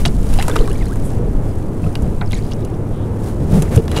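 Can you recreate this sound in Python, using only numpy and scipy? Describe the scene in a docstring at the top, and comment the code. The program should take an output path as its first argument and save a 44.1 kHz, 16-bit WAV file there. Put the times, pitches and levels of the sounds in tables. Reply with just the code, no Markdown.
"""Moving water rumbles and hisses around a watertight camera housing beside a baited wire trap.
Something brushes and bumps the rig: the housing shudders and knocks, low tones sag in pitch, the wire
clicks, and a scrape starts at the end. Small bubbles ring and crackle as decaying sines.
A faint, engine-like hum lies underneath. All is heard under water, almost in mono."""
import sys
import numpy as np
from scipy import signal
from scipy.fft import rfft, irfft
from scipy.io import wavfile
from scipy.ndimage import uniform_filter1d

SR = 44100
rng = np.random.default_rng(int(sys.argv[2]) if len(sys.argv) > 2 else 0)


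def transcribe(u):
    """Save the signal u as a 16-bit wav file named by the first command-line argument.

    u: samples, shape (n,) or (channels, n), limited to [-1, 1]; the rate is SR.
    q: integer samples, one column per channel.
    """
    v = np.clip(np.atleast_2d(u).T, -1, 1)
    q = np.round(v * 32767).astype(np.int16)
    wavfile.write(sys.argv[1], SR, q)


N = 176400
T = np.arange(N) / SR


def from_db(db):
    """Decibels to gain."""
    return 10 ** (np.asarray(db) / 20)


def unit_rms(x):
    """Scale to unit rms."""
    return x / np.sqrt(np.mean(x ** 2) + 1e-20)


def steady(x, samples):
    """Hold the running rms at 1."""
    return x / np.sqrt(uniform_filter1d(x ** 2, samples) + 1e-9)


def level(curve):
    """Gain along a (t/s, level/dB) curve."""
    return from_db(np.interp(T, *np.transpose(curve)))


def gate(start_s, length_s, attack_s, release_s):
    """Linear attack, hold until length_s, exponential release."""
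    attack = np.clip((T - start_s) / attack_s, 0, 1)
    return attack * np.exp(-np.clip((T - start_s - length_s) / release_s, 0, 30))


def add(out, start_s, sound):
    """Mix a sound in at start_s."""
    i = int(start_s * SR)
    out[i:i + len(sound)] += sound[:N - i]


def band(x, low_hz, high_hz, order=2):
    """Butterworth band-pass."""
    return signal.sosfilt(signal.butter(order, [low_hz, high_hz], "band", fs=SR, output="sos"), x + 1e-18)


def band_noise(low_hz, high_hz, order=3):
    """Band-passed white noise."""
    return band(rng.standard_normal(N), low_hz, high_hz, order)


def shaped_noise(spectrum):
    """Unit-rms noise with an (f/Hz, level/dB) spectrum, falling 12 dB/octave beyond its ends."""
    hz, db = np.transpose(spectrum)
    f = np.maximum(np.arange(N // 2 + 1) * SR / N, 1e-3)
    gain = from_db(np.interp(np.log(f), np.log(hz), db))
    skirts = np.minimum(f / hz[0], 1) ** 2 * np.minimum(hz[-1] / f, 1) ** 2
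    return unit_rms(irfft(rfft(rng.standard_normal(N)) * gain * skirts, N))


def drift(rate_hz):
    """Unit-rms random wander, low-passed at rate_hz."""
    hop, settle = 40, 2000
    pole = np.exp(-2 * np.pi * rate_hz * hop / SR)
    white = rng.standard_normal(N // hop + settle + 2)
    slow = signal.lfilter([1], [1, -2 * pole, pole ** 2], white)[settle:]
    return np.interp(np.arange(N) / hop, np.arange(len(slow)), unit_rms(slow))


def ring(x, modes):
    """Decaying sines excited by x."""
    out = 0
    for hz, db, t60_s in modes:
        r, w = from_db(-60 / (t60_s * SR)), 2 * np.pi * hz / SR
        out += from_db(db) * signal.lfilter([0, np.sin(w)], [1, -2 * r * np.cos(w), r * r], x + 1e-18)
    return out


def glides(rows, fade_s, rough_db, rough_hz):
    """Fluttering tones whose pitch bends ever faster from start to end."""
    out = np.zeros(N)
    for start_s, length_s, db, start_hz, end_hz in rows:
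        t = T[:int((length_s + fade_s) * SR)]
        hz = start_hz + (end_hz - start_hz) * np.minimum(t / length_s, 1) ** 1.29
        fade = np.clip(np.minimum(t, length_s + fade_s - t) / fade_s, 0, 1)
        add(out, start_s, from_db(db) * fade * np.sin(2 * np.pi * np.cumsum(hz) / SR))
    return out * unit_rms(from_db(rough_db * drift(rough_hz)))


# Water envelopes: t/s, level/dB
SURGE_LEVEL = [(0, -10), (.08, -13.5), (.22, -12.5), (.45, -14), (.55, -16), (.7, -16), (.9, -16),
               (1.25, -17.5), (1.47, -19.5), (1.8, -25), (2.06, -19.5), (2.32, -17), (2.65, -28.5),
               (3.35, -28), (3.56, -16.5), (3.8, -24), (4, -43)]
RUMBLE_LEVEL = [(0, -23), (.6, -19), (1.05, -21.5), (1.25, -20), (1.6, -20), (2.3, -20.5), (2.7, -21),
                (3.25, -20), (3.5, -20.5), (4, -18.5)]
HISS_LEVEL = [(0, -32.5), (.09, -41), (.17, -42.5), (.33, -33.5), (.53, -34), (.62, -38), (.8, -43),
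              (1, -42.5), (1.12, -41.5), (1.22, -48), (1.5, -45.5), (1.76, -48), (1.85, -44.5), (2.1, -46),
              (2.55, -44.5), (2.72, -49.5), (3.12, -48.5), (3.19, -47), (3.27, -38), (3.36, -46),
              (3.48, -44.5), (3.56, -31), (3.63, -37), (3.68, -44), (3.755, -30), (3.81, -43.5),
              (3.87, -44), (4, -32)]
# Water spectra: f/Hz, density/dB
SURGE_SPECTRUM = [(7, 10.5), (18, -8.5), (35, 2), (55, -6.5), (90, -20), (200, -15.5), (500, -51)]
RUMBLE_SPECTRUM = [(20, 10), (50, -8), (80, 3), (120, -3), (180, -5), (270, -6), (450, -10.5), (560, -16.5),
                   (900, -23.5), (1400, -33), (2400, -44), (4500, -60.5), (12000, -92)]
HISS_SPECTRUM = [(600, 15), (2000, 3), (4500, -2), (7000, -0.5), (9500, 1.5), (12000, -4.5), (15500, -11)]


def water():
    """Water moves over the housing: slow surge, steady rumble, grainy hiss."""
    surge = level(SURGE_LEVEL) * steady(shaped_noise(SURGE_SPECTRUM), samples=6000)
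    rumble = level(RUMBLE_LEVEL) * steady(shaped_noise(RUMBLE_SPECTRUM), samples=8000)
    hiss = shaped_noise(HISS_SPECTRUM) * from_db(2 * drift(rate_hz=145) + 0.46 * drift(rate_hz=11))
    return surge + rumble + level(HISS_LEVEL) * unit_rms(hiss)


# Pressure swings: centre t/s, level/dB, f/Hz
WATER_SHOVES = [(0.363, -4.5, 22.8), (0.609, -3, 26.6), (1.365, -5, 31), (2.035, -8, 69.5), (3.596, -9, 98),
                (3.773, 0, 104)]


def shoves():
    """The water presses once and lets go."""
    out = np.zeros(N)
    for centre_s, db, hz in WATER_SHOVES:
        cycles = hz * (T - centre_s)
        out += from_db(db) * np.sin(2 * np.pi * cycles) * np.exp(-np.minimum(2 * cycles ** 2, 50))
    return out


# Housing shudder: f/Hz, density/dB
SHUDDER_SPECTRUM = [(25, -39), (55, -9), (78, 2), (110, -1.5), (170, -1), (260, -12.5), (350, -22.5),
                    (560, -21), (1200, -44), (6000, -57)]
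# Rubs: t/s, length/s, shudder/dB, hollow ring/dB, grit/dB
HOUSING_RUBS = [(0.055, 0.043, -15.5, -29, -42), (0.485, 0.18, -40, -28.5, -54),
                (0.693, 0.03, -22.5, -30, -63), (1.166, 0.12, -23, -27.5, -52),
                (1.821, 0.072, -17, -46, -58), (2.026, 0.059, -19, -53, -61),
                (3.393, 0.12, -17.5, -30, -59), (3.513, 0.08, -11, -24.5, -42),
                (3.609, 0.073, -20, -25, -38.5), (3.711, 0.046, -14.5, -37, -33),
                (3.762, 0.042, -14, -24, -57), (3.921, 0.084, -21, -28, -34.5)]


def rubs():
    """Soft contacts make the housing shudder, ring hollowly and grate."""
    shudder = steady(shaped_noise(SHUDDER_SPECTRUM), samples=1500)
    hollow = steady(band_noise(321, 468), samples=2000)
    grit = unit_rms(band_noise(695, 1920, order=2) * from_db(4 * drift(rate_hz=140)))
    out = np.zeros(N)
    for start_s, length_s, shudder_db, hollow_db, grit_db in HOUSING_RUBS:
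        rub = from_db(shudder_db) * shudder + from_db(hollow_db) * hollow + from_db(grit_db) * grit
        out += gate(start_s, length_s, attack_s=0.0075, release_s=0.0031) * rub
    return out


# Blows on the housing: t/s, level/dB
HOUSING_KNOCKS = [(0.497, -32), (0.557, -18), (.606, -12), (0.063, -20.5), (3.71, -19), (3.766, -17),
                  (3.775, -12)]
# Housing modes: f/Hz, level/dB, t60/s
HOUSING_MODES = [(81, -19, 0.22), (143, 1, 0.098), (368, -15, 0.059), (451, 2, 0.1), (597, -17, 0.02)]


def knocks():
    """Each blow strikes the housing's modes with slightly different strengths."""
    out = np.zeros(N)
    for mode in HOUSING_MODES:
        blows = np.zeros(N)
        for start_s, db in HOUSING_KNOCKS:
            add(blows, start_s, from_db(db + 0.5 * rng.standard_normal(1)))
        out += ring(blows, [mode])
    return out


# Low tones: t/s, length/s, level/dB, start f/Hz, end f/Hz
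LOW_TONES = [(3.522, 0.089, -10.5, 190, 138.6), (3.79, 0.185, -14.5, 79.2, 75.5)]


def low_tones():
    """Low tones sag in pitch: a short groan, then a deep ringing after a knock."""
    return glides(LOW_TONES, fade_s=0.0059, rough_db=1, rough_hz=39.8)


# Clicks: t/s, low/dB, mid/dB, high/dB, decay/s
WIRE_CLICKS = [(0.053, -22, -9, -30, 0.0018), (0.0573, -25, -15.5, -20.5, 0.0036),
               (0.331, -24.5, -24, -36, 0.00047), (0.3381, -37, -28.5, -25, 0.003),
               (0.388, -42, -20, -40, 0.002), (0.396, -29, -22.5, -34, 0.0051),
               (0.4251, -28.5, -20.5, -21, 0.0034), (0.4817, -16, -29, -17.5, 0.0017),
               (0.497, -20, -31, -24, 0.0019), (0.5579, -17, -29, -25.5, 0.0035),
               (0.564, -34, -19.5, -26, 0.0032), (0.6766, -25, -33, -29, 0.0012),
               (0.715, -40, -46, -33, 0.0021), (0.958, -33, -52, -32.5, 0.0021),
               (1.9541, -26.5, -21, -32, 0.0024), (2.021, -54, -53, -38, 0.0075),
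               (2.309, -44, -33, -32, 0.0013), (2.3202, -42, -31, -27.5, 0.0017),
               (2.3302, -32, -23, -43, 0.0027), (2.519, -43, -29, -44, 0.0027),
               (2.6486, -52, -39, -33, 0.0037), (3.6217, -33, -28, -21.5, 0.005),
               (3.761, -27, -33, -21.5, 0.0032), (3.776, -37, -23, -47, 0.0011),
               (3.88, -27, -23.5, -35, 0.0015), (3.9154, -28, -25, -27, .0026),
               (3.9644, -24, -23, -36, 0.0094)]
# Wire modes: f/Hz, level/dB, t60/s
WIRE_MODES = [(1645, -14, 0.043), (2680, -29, 0.058), (2890, 1, 0.065), (3370, -1, 0.014),
              (4015, -13, 0.039), (4050, 2, 0.018), (6300, -23, .035), (7200, -2, 0.034)]


def clicks(rise_s=0.00009, low_linger=2.5, ring_db=-39.5):
    """Brief three-band snaps leave the wire ringing."""
    low, mid, high = np.zeros((3, N))
    for start_s, low_db, mid_db, high_db, decay_s in WIRE_CLICKS:
        decay_s = max(decay_s, 0.0005)
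        snap = gate(start_s, rise_s, rise_s, decay_s)
        low += from_db(low_db) * gate(start_s, rise_s, rise_s, decay_s * low_linger)
        mid += from_db(mid_db) * snap
        high += from_db(high_db) * snap
    snaps = low * steady(band_noise(406, 1600), samples=200)
    snaps += mid * steady(band_noise(2190, 5060, order=4), samples=100)
    snaps += high * unit_rms(band_noise(6060, 11600))
    return snaps + from_db(ring_db) * ring(snaps, WIRE_MODES)


# Scrape envelope: t/s, level/dB
SCRAPE_LEVEL = [(3.87, -73), (3.9, -44), (3.95, -40), (3.98, -22.5), (4, -35)]


def scrape(slips_per_s=890, ring_db=-30):
    """Dense slips along the wire excite its modes."""
    slips = (rng.random(N) < slips_per_s / SR) * rng.standard_normal(N)
    grit = band(slips, 500, 6200)
    ringing = from_db(ring_db) * ring(grit, WIRE_MODES)
    started = T > SCRAPE_LEVEL[0][0]
    return started * level(SCRAPE_LEVEL) * steady(grit + ringing, samples=900)


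# Blow on the frame: t/s, level/dB
FRAME_BLOW = (2.2118, -22.5)
# Frame bands: low f/Hz, high f/Hz, level/dB, decay/s
FRAME_BANDS = [(570, 930, -2.5, 0.027), (1250, 1650, -1.5, .011), (1870, 2460, -9, 0.014),
               (2900, 4250, -5, 0.0033)]


def clunk(rise_s=0.0011):
    """A dull blow on the frame; the lowest band rings longest."""
    start_s, db = FRAME_BLOW
    out = np.zeros(N)
    for low_hz, high_hz, band_db, decay_s in FRAME_BANDS:
        envelope = from_db(db + band_db) * gate(start_s, rise_s, rise_s, decay_s)
        out += envelope * steady(band_noise(low_hz, high_hz), samples=400)
    return out


def ping(hz, t60_s, attack_s, rise_per_s):
    """One bubble: a decaying sine with a linear pitch slide."""
    t = T[:int(t60_s * SR) + 2]
    envelope = np.minimum(t / attack_s, 1) * from_db(-60 * t / t60_s)
    return envelope * np.sin(2 * np.pi * hz * t * (1 + rise_per_s * t / 2))


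# Bubbles: t/s, level/dB, f/Hz, t60/s, relative pitch rise/(1/s)
SINGLE_BUBBLES = [(.061, -13, 703, 0.049, -3), (.388, -13.5, 726, 0.077, 8.5), (.411, -12, 2020, 0.011, 7),
                  (.427, -28, 2600, 0.035, 4), (0.496, -20, 1430, 0.046, 9), (0.514, -22.5, 3430, 0.025, 6),
                  (.562, -6, 1250, 0.014, 8), (.589, -17.5, 3030, 0.011, 1), (0.611, -22, 4040, 0.011, 7),
                  (0.681, -20.5, 1110, 0.038, 1), (.714, -28, 2850, 0.023, 3), (0.654, -30, 2380, .025, -1),
                  (.755, -31, 2250, .035, 4), (0.825, -34, 2420, 0.03, 12), (.868, -33.5, 4350, 0.028, -10),
                  (.482, -12.5, 990, 0.027, -1), (.499, -13, 600, 0.021, -3), (0.402, -15, 1770, .014, 4),
                  (1.841, -28, 2550, 0.018, 9), (1.864, -28.5, 1290, 0.053, 0), (2.333, -26, 4060, .018, 2),
                  (2.344, -21, 6750, .008, 0), (2.351, -22, 3900, .009, 3), (2.277, -28, 4700, 0.0064, 0),
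                  (2.314, -19, 3400, 0.0087, 1), (2.333, -17.5, 2070, 0.019, 11),
                  (1.513, -40, 4900, .018, -3), (2.261, -33, 5340, 0.012, -3),
                  (2.535, -14, 5400, 0.0028, 42)]


def bubbles(attack_s=0.0004):
    """Single bubbles ring, each at its own pitch."""
    out = np.zeros(N)
    for start_s, db, hz, t60_s, rise_per_s in SINGLE_BUBBLES:
        add(out, start_s, from_db(db) * ping(hz, t60_s, attack_s, rise_per_s))
    return out


# Clouds: t/s, length/s, weakest bubble/dB, centre f/Hz
BUBBLE_CLOUDS = [(0.057, 0.029, -42.5, 5150), (0.369, 0.29, -44.5, 2600), (0.381, 0.27, -44.5, 1214),
                 (0.671, 0.22, -50, 2290), (.58, 0.32, -46.5, 5800), (2.334, .06, -43, 6360),
                 (2.336, 0.06, -47.5, 2640), (2.397, .14, -48, 4070), (2.582, 0.18, -55, 3360)]


def crackles(per_cloud=130, spread_oct=0.74, range_db=21, t60_cycles=26.2):
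    """Clouds of tiny bubbles ring at random pitches, most of them weakly."""
    out = np.zeros(N)
    for start_s, length_s, db, centre_hz in BUBBLE_CLOUDS:
        for when, pitch, strength in rng.random((per_cloud, 3)):
            hz = centre_hz * 2 ** (spread_oct * (2 * pitch - 1))
            t60_s = t60_cycles / hz
            bubble = ping(hz, t60_s, attack_s=2 / hz, rise_per_s=0.3 / t60_s)
            add(out, start_s + when * length_s, from_db(db + range_db * strength ** 3) * bubble)
    return out


# Long bubbles: t/s, length/s, level/dB, start f/Hz, end f/Hz
BUBBLE_GLIDES = [(.505, 0.041, -36, 1216, 1760), (.688, .028, -37, 1070, 1750),
                 (.807, 0.0224, -33.5, 2225, 1820), (.894, 0.037, -34.5, 1036, 1660)]


def long_bubbles():
    """Bubbles glide, mostly upward, as they near the surface."""
    return glides(BUBBLE_GLIDES, fade_s=0.0053, rough_db=1.8, rough_hz=130)


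# Prickle envelope: t/s, level/dB
PRICKLE_LEVEL = [(0, -61), (.2, -50.5), (.35, -42.5), (.7, -50.5), (1, -53.5), (1.2, -75), (4, -64)]


def prickles(ticks_per_s=260, decay_s=0.001):
    """Tiny ticks of very uneven strength prickle in the bubbling water."""
    ticks = (rng.random(N) < ticks_per_s / SR) * from_db(9 * np.minimum(rng.exponential(1, N), 3))
    envelope = signal.lfilter([1], [1, -np.exp(-1 / (decay_s * SR))], ticks + 1e-18)
    return level(PRICKLE_LEVEL) * unit_rms(band(envelope * rng.standard_normal(N), 2900, 11000))


# Swishes: t/s, length/s, level/dB, low f/Hz, high f/Hz
RIG_SWISHES = [(1.027, 0.038, -40, 7600, 11600), (2.91, 0.13, -54, 2870, 3850)]


def swishes():
    """Faint brushes along the rig give narrow bands of noise."""
    out = np.zeros(N)
    for start_s, length_s, db, low_hz, high_hz in RIG_SWISHES:
        envelope = from_db(db) * gate(start_s, length_s, attack_s=0.032, release_s=0.022)
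        out += envelope * unit_rms(band_noise(low_hz, high_hz))
    return out


# Hum tones: f/Hz, rms level/dB
HUM_TONES = [(105.1, -25.5), (144.6, -32.5), (76.5, -42.5)]


def hum(waver_db=1, wander_hz=1.65):
    """Low, engine-like tones waver in level and pitch."""
    out = np.zeros(N)
    for hz, db in HUM_TONES:
        amplitude = np.sqrt(2) * from_db(db + waver_db * drift(rate_hz=6.2))
        pitch_hz = hz + wander_hz * drift(rate_hz=3)
        out += amplitude * np.sin(2 * np.pi * np.cumsum(pitch_hz) / SR)
    return out


def scene(mismatch_db=-18.5, mismatch_hz=3.5, self_noise_db=-92):
    """Two microphones in the housing differ only in the deepest bass and their self-noise."""
    mono = water() + shoves()
    mono += rubs() + knocks() + low_tones() + clicks() + scrape() + clunk()
    mono += bubbles() + crackles() + long_bubbles() + prickles() + swishes() + hum()
    side = from_db(mismatch_db) * signal.lfilter(*signal.butter(1, mismatch_hz, fs=SR), mono)
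    return np.array([mono + side, mono - side]) + from_db(self_noise_db) * rng.standard_normal((2, N))


def record(dry, cutoff_hz=15700):
    """Clip at full scale, then low-pass steeply."""
    return signal.sosfilt(signal.ellip(10, .2, 70, cutoff_hz, fs=SR, output="sos"), np.clip(dry, -1, 1))


dry = scene()
out = record(dry)
transcribe(out)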